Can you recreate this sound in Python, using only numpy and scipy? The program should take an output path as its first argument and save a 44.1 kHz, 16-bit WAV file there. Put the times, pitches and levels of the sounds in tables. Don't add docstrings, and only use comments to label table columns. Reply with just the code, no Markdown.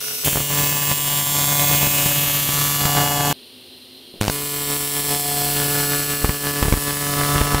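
import sys
import numpy as np
from scipy import signal
from scipy.fft import rfft, irfft, next_fast_len
from scipy.io import wavfile
from scipy.ndimage import uniform_filter1d

SR = 44100
rng = np.random.default_rng(int(sys.argv[2]) if len(sys.argv) > 2 else 0)


def master_out(mix):
    frames = np.transpose(np.atleast_2d(mix))
    ceiling = np.clip(frames, -1, 1)
    pcm = np.round(ceiling * 32767).astype(np.int16)
    wavfile.write(sys.argv[1], SR, pcm)


N = 335150
T = np.arange(N) / SR
PADDED = next_fast_len(N + 16384, real=True)
HZ = np.arange(PADDED // 2 + 1) * SR / PADDED


def undb(db):
    return 10 ** (np.asarray(db) / 20)


def unit(x):
    return x / np.sqrt(np.mean(x ** 2))


def colour(points):
    hz, db = np.transpose(points)
    return undb(np.interp(np.log(HZ + 1), np.log(hz), db))


def band(lo_hz, hi_hz, order=8):
    return 1 / np.sqrt((1 + (lo_hz / (HZ + 1)) ** order) * (1 + (HZ / hi_hz) ** order))


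def shape(x, gain):
    return irfft(rfft(x, PADDED) * gain, PADDED)[:N]


def ring(x, response):
    return signal.fftconvolve(x, response)[:N]


def tail(decay_s, size=8192):
    noise = rng.standard_normal(size)
    spectrum = rfft(noise * np.exp(-T[:size] / decay_s))
    smooth_power = uniform_filter1d(np.abs(spectrum) ** 2, size=48)
    return irfft(spectrum / np.sqrt(smooth_power))


def clicks(times, sizes, count=8):
    at = np.asarray(times)[:, None] * SR
    index = np.floor(at).astype(int) + np.arange(1 - count, count + 1)
    window = np.cos(np.pi * (index - at) / (2 * count)) ** 2
    taps = np.sinc(index - at) * window
    values = np.asarray(sizes)[:, None] * taps
    return np.bincount(np.clip(index, 0, N - 1).ravel(), values.ravel(), N)


def after(x, decay_s, size=4096):
    return np.sqrt(np.abs(ring(x ** 2, np.exp(-2 * T[:size] / decay_s))))


def steady(x, count=16000):
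    return x / np.sqrt(uniform_filter1d(x ** 2, count))


def walk(per_s):
    k = int(SR / per_s)
    held = np.repeat(rng.standard_normal(512), k)[:N]
    return unit(uniform_filter1d(uniform_filter1d(held, k), k))


def curve(points):
    return np.interp(T, *np.transpose(points))


# f/Hz, level/dB (only the differences count)
AIR_COLOUR = [(30, -10), (100, 10.5), (240, 3.5), (370, 13.5), (700, 3.5), (1400, -4), (2400, 1.5),
              (3000, 12), (4300, 11), (6800, -11.5), (9500, -2), (11000, -6), (13000, 0), (15500, -8)]
AIR_DB = -45
# f/Hz, width/Hz, level/dB (rms)
AIR_TONES = [(227, 15, -62), (254, 14, -54), (369, 57, -57), (2775, 91, -60), (3230, 45, -60),
             (4110, 88, -51.5), (9470, 620, -59)]


def idle():
    air = unit(shape(rng.standard_normal(N), colour(AIR_COLOUR))) * undb(AIR_DB)
    tones = 0
    for hz, width, db in AIR_TONES:
        resonance = 1 / (1 + (2 * (HZ - hz) / width) ** 2)
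        tones = tones + undb(db) * unit(shape(rng.standard_normal(N), resonance))
    knock_noise = unit(shape(rng.standard_normal(N), band(270, 330, order=5)))
    knock = after(clicks([4.14], [1]), 0.055) * knock_noise
    return air + tones + undb(-40.5) * knock


TURNS_S = (.245, 3.328, 4.207, 4.305)


def ignition():
    turns = [TURNS_S[2], TURNS_S[3], TURNS_S[3] + .004]
    growth = np.interp(T, turns, undb([-37, -30, -90]), left=0, right=0)
    return growth * unit(shape(rng.standard_normal(N), band(1500, 15000, order=2)))


# t/s, level/dB (before shaping), sign of the pressure step
SPUTTERS = [(6.2455, -5, 1), (6.294, -7.5, -1), (6.6274, -5.5, 1), (6.6553, -11, -1), (6.6830, -8, -1),
            (6.7250, -3, 1), (6.7385, -7.5, -1), (6.7736, -13, 1), (7.358, -14, -1), (7.4141, -5, 1),
            (7.449, -21, -1), (7.5460, -5, 1)]


def thumps():
    s, db, sign = np.transpose(SPUTTERS)
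    steps = clicks(s, undb(db) * np.sign(sign))
    swing = ring(steps[::-1], np.exp(-T[:4096] / 0.0054))[::-1]
    sink_hz = 38
    sink = np.exp(-T[:4096] / 0.0077) * np.cos(2 * np.pi * sink_hz * T[:4096])
    jump = ring(steps, sink)
    splash = after(clicks(s, undb(db)), 0.0054) * rng.standard_normal(N)
    thump = shape(0.91 * jump - 0.43 * swing, band(17, 1740, order=2))
    return thump + shape(undb(-1) * splash, band(200, 1630, order=3))


STUTTER_S, STUTTER_GAP_S, STUTTER_DB, STUTTER_FADE_DB = 4.2125, .0096, -3.5, 4


def stutter(count=7):
    k = np.arange(count)
    db = STUTTER_DB - STUTTER_FADE_DB * np.log2(k + 1)
    return np.column_stack([STUTTER_S + STUTTER_GAP_S * k, db])


# t/s, level/dB (before shaping)
CRACKLES = [(0.261, -13.5), (.2740, -10), (0.2813, -9.5), (0.331, -12.5), (0.358, -11), (0.3719, -13),
            (0.379, -12), (0.405, -14), (0.915, -12.5), (1.715, -15), (1.8317, -12.5), (1.873, -13),
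            (2.061, -10), (2.491, -11.5), (2.854, -5), (2.969, -13), (3.304, -13.5), (4.281, -4.5),
            (4.2987, -7), (7.5457, -10)]


def cracks():
    s, db = np.vstack([stutter(), CRACKLES]).T
    hits = clicks(s, undb(db))
    echo = 0.15 * clicks(s + 0.0013, undb(db))
    dips = -ring(hits + echo, np.exp(-T[:4096] / 0.00124))
    spray = after(hits, 0.0022) * rng.standard_normal(N)
    low = shape(1.23 * dips, band(71, 4500, order=2))
    return low + shape(undb(-1.5) * spray, band(300, 3800, order=2))


# start t/s, end t/s, f/Hz, width/Hz, lift/dB
HOLLOWS_RINGING = [(0.995, 1.8, 715, 130, 7.5), (1.85, 2.15, 1420, 130, 5), (2.756, 3.4, 750, 199, 10.5),
                   (4.4, 5.0, 1420, 130, 3.5), (5.098, 5.55, 700, 130, 9), (5.246, 6.1, 1420, 130, 6),
                   (4.3, 6.1, 14500, 700, 1.5), (6.99, 7.7, 690, 150, 8.5), (7.1, 7.7, 1140, 400, 2.5)]


def swell(x, span):
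    out = x
    for start, end, hz, width, db in HOLLOWS_RINGING:
        if span[0] < (start + end) / 2 < span[1]:
            progress = np.clip((T - start) / (end - start), 0, 1)
            rise = np.sqrt(np.abs(np.sin(np.pi * progress)))
            resonance = 1 / (1 + (2 * (HZ - hz) / width) ** 4)
            out = out + (undb(db) - 1) * rise * shape(x, resonance)
    return out


def scatter(x, span, decay_s, hold_s):
    out = 0
    for knot in np.arange(span[0], span[1] + hold_s, hold_s):
        fade = np.cos(np.pi / 2 * np.clip((T - knot) / hold_s, -1, 1))
        out = out + ring(x, tail(decay_s)) * fade
    return out


BALANCE = .41


def pop_sound(pops, even_clicks, hum, span, pop_colour, rush_db, hum_db):
    evened = pops - 0.043 * shape(pops + even_clicks, band(160, 240, order=4))
    echoes = .6 * shape(scatter(pops, span, .0014, .6), band(400, 8000, order=4))
    rush = after(pops, .002) * rng.standard_normal(N)
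    low = shape(unit(evened + echoes) + undb(rush_db) * unit(rush), colour(pop_colour))
    low = swell(unit(low) + undb(hum_db) * unit(hum), span)
    return unit(shape(low, band(14, 2100, order=5)))


SPIT_DB, SPIT_LOW_HZ, SPIT_HIGH_HZ = -13, 1260, 4500
SPIT_POWER = 2.2


def spit_sound(times, strength):
    spits = -clicks(times, strength ** SPIT_POWER)
    bursts = after(spits, .0006) * rng.standard_normal(N)
    return undb(SPIT_DB) * unit(shape(bursts + spits, band(SPIT_LOW_HZ, SPIT_HIGH_HZ)))


SNAP_RING_S, HISS_S = 0.0033, 0.0079


def snap_sound(at_tip, at_metal, span, direct):
    snaps = at_tip + at_metal
    near_tip = scatter(at_tip, span, SNAP_RING_S, .6)
    near_metal = scatter(at_metal, span, SNAP_RING_S, .45)
    buzz = direct * snaps + near_tip + near_metal + .2 * ring(snaps, tail(.025))
    buzz = swell(buzz / np.std(snaps), span)
    hiss = unit(after(snaps, HISS_S) * rng.standard_normal(N))
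    return buzz, hiss


def arc(span, first_s, hz, levels, pop_colour, rings, back_pop, back_snap, unrest_db, direct,
        hiss_db, sizzle_db, rush_db, bite, hum_db):
    cycles = first_s + np.arange(int(N / SR * hz)) / hz
    times = np.concatenate([cycles, cycles + BALANCE / hz])
    back = np.arange(len(times)) >= len(cycles)
    pop_shift, pop_chance, snap_shift, snap_chance = rng.standard_normal((len(times), 4)).T
    size = np.where(back, back_pop, 1)
    strength = size * undb(unrest_db * np.clip(pop_chance, -2, 1.6))
    pops = -clicks(times + 1e-5 * pop_shift, strength)
    hum = -np.cos(2 * np.pi * (hz * (T - first_s) - BALANCE * back_pop / (1 + back_pop)))
    low = pop_sound(pops, clicks(times, size), hum, span, pop_colour, rush_db, hum_db)
    low = low + spit_sound(times, strength)

    snap_times = times + 2e-6 * snap_shift
    snap_sizes = undb(.8 * snap_chance + .45 * pop_chance)
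    at_tip = -clicks(snap_times[~back], snap_sizes[~back])
    at_metal = -back_snap * clicks(snap_times[back], snap_sizes[back])
    buzz, hiss = snap_sound(at_tip, at_metal, span, direct)
    lift_db = sum(db / (1 + (2 * (HZ - f) / width) ** 4) for f, width, db in rings)
    metal = undb(lift_db)
    sizzle = shape(buzz + undb(sizzle_db) * hiss + bite * unit(pops), metal * band(2200, 6500, order=10))
    bright = shape(buzz + undb(hiss_db) * hiss, metal * band(8050, 22700, order=24))
    on = (T >= span[0]) & (T < span[1])
    return on * sum(steady(x) * undb(db) for x, db in zip((low, sizzle, bright), levels))


FLUTTER_PER_S, FLUTTER_DB = 22, 1.6
SNAP_FOLLOWS, SIZZLE_FOLLOWS = 0.24, 0.27


def loudness(pop_db, snap_db, pop_trim_db, sizzle_trim_db, snap_trim_db, count=18000):
    pop = pop_db + FLUTTER_DB * walk(FLUTTER_PER_S)
    snap = snap_db + SNAP_FOLLOWS * (pop - uniform_filter1d(pop, count))
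    sizzle = snap + SIZZLE_FOLLOWS * (pop - snap)
    return pop + pop_trim_db, sizzle + sizzle_trim_db, snap + snap_trim_db


# f/Hz, level/dB (only the differences count)
AFAR_COLOUR = [(40, -19), (144, -1), (288, -39), (431, 1.6), (719, -10), (1150, 1), (1869, -2)]
BESIDE_COLOUR = [(40, -4.5), (144, 6.5), (288, -5.5), (432, -7.5), (575, -3.5), (719, -12.5), (863, -2.5),
                 (1007, -8.5), (1151, -4), (1295, -10), (1439, -14.5), (1582, -4), (1726, -10),
                 (1870, -15.5)]
FACING_COLOUR = [(40, -5.5), (144, -4), (288, -9.5), (431, -9.5), (575, -13.5), (719, -19), (863, -9),
                 (1006, -17), (1150, -12.5), (1294, -15), (1438, -18), (1581, -10), (1725, -14.5),
                 (1869, -22.5)]
# f/Hz, width/Hz, lift/dB
AFAR_METAL = [(2800, 700, 2), (5980, 1300, 9), (7910, 83, 17), (8600, 220, 14), (9400, 250, 13),
              (10780, 34, 16.5), (13400, 4800, 14)]
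BESIDE_METAL = [(2594, 23, 7.6), (2875, 28, 7.7), (3250, 600, 4.9), (5470, 130, 3.5), (6550, 780, 4.8),
                (7480, 400, 8.4), (8600, 160, 2.2), (11060, 82, 4.5), (11570, 900, 2.1), (12500, 1400, 4.7),
                (15060, 220, 8), (15000, 400, 4.3)]
FACING_METAL = [(2930, 300, 3.6), (3080, 33, 3.1), (4320, 170, 5.9), (5300, 97, 4.4), (7780, 710, 7.9),
                (9500, 480, 5.8), (11050, 890, 7.3), (12800, 330, 4.6), (14400, 2300, 6)]
# t/s, level/dB (before flutter and trim)
BESIDE_POP_LEVEL = [(0.26, -30), (0.29, -30.5), (0.36, -28), (0.47, -30.5), (0.59, -23.5), (0.87, -28.5),
                    (0.92, -23.5), (0.95, -34), (1.15, -26), (1.31, -28.5), (1.73, -23), (1.79, -26.5),
                    (1.96, -23), (2.38, -29), (2.62, -24), (2.73, -28.5), (2.96, -19), (3.32, -25.5)]
FACING_POP_LEVEL = [(4.33, -34), (4.57, -30.5), (5.08, -30.5), (5.14, -23.5), (5.23, -27.5), (5.53, -27),
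                    (5.62, -24.5), (5.98, -24), (6.01, -28), (6.34, -27.5), (6.4, -32.5), (6.49, -23.5),
                    (6.52, -29), (6.6, -27), (6.93, -28), (7.35, -19), (7.59, -24)]
# t/s, level/dB (before flutter and trim)
BESIDE_SNAP_LEVEL = [(0.26, -20), (0.44, -25), (0.62, -22), (1.0, -23), (1.75, -19.5), (2.76, -22.5),
                     (2.94, -23.5), (3.32, -26.5)]
FACING_SNAP_LEVEL = [(4.33, -27.5), (4.66, -25), (5.2, -23), (5.88, -22.5), (6.35, -27), (7.3, -25.5),
                     (7.59, -28.5)]
AFAR_POP_DB, AFAR_SNAP_DB = -39, -30.5


def welding():
    afar_levels = loudness(AFAR_POP_DB, AFAR_SNAP_DB,
                           pop_trim_db=0.5, sizzle_trim_db=0.2, snap_trim_db=-0.5)
    beside_levels = loudness(curve(BESIDE_POP_LEVEL), curve(BESIDE_SNAP_LEVEL),
                             pop_trim_db=0.7, sizzle_trim_db=-3.0, snap_trim_db=0.96)
    facing_levels = loudness(curve(FACING_POP_LEVEL), curve(FACING_SNAP_LEVEL),
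                             pop_trim_db=0.5, sizzle_trim_db=-4.5, snap_trim_db=-0.4)
    afar = arc((0, TURNS_S[0]), first_s=.0049, hz=143.80, levels=afar_levels,
               pop_colour=AFAR_COLOUR, rings=AFAR_METAL,
               hiss_db=-9, sizzle_db=-3, rush_db=-6, unrest_db=5.0,
               back_pop=1.0, back_snap=0.91, direct=0.19, bite=0.12, hum_db=-27.5)
    beside = arc(TURNS_S[:2], first_s=.0036, hz=143.86, levels=beside_levels,
                 pop_colour=BESIDE_COLOUR, rings=BESIDE_METAL,
                 hiss_db=-8, sizzle_db=-4, rush_db=-8, unrest_db=2.1,
                 back_pop=0.73, back_snap=1.0, direct=0.05, bite=0.049, hum_db=-12.5)
    facing = arc((TURNS_S[3], N / SR), first_s=.0051, hz=143.76, levels=facing_levels,
                 pop_colour=FACING_COLOUR, rings=FACING_METAL,
                 hiss_db=-6, sizzle_db=-2, rush_db=-12, unrest_db=1.9,
                 back_pop=1.37, back_snap=0.78, direct=0.09, bite=0.047, hum_db=-13.5)
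    return afar + beside + facing


def scene():
    mid = idle() + ignition() + thumps() + cracks() + welding()
    walls = ring(mid, tail(0.025))
    wide = undb(-2.5) * (T < TURNS_S[0]) * shape(walls, band(400, 16000, order=3))
    treble = shape(walls, band(3330, 16000, order=40) * band(20, 8000, order=2))
    widening = undb(-8.5) * ((T > 3.05) & (T < TURNS_S[1])) * treble
    side = wide + widening
    return np.array([mid + side, mid - side])


TOP_HZ = 15750


def record(dry):
    top_cut = 1 / (1 + np.exp(np.minimum((HZ - TOP_HZ) / 30, 50)))
    return np.array([shape(x, top_cut) for x in np.clip(dry, -.9, .9)])


dry = scene()
out = record(dry)
master_out(out)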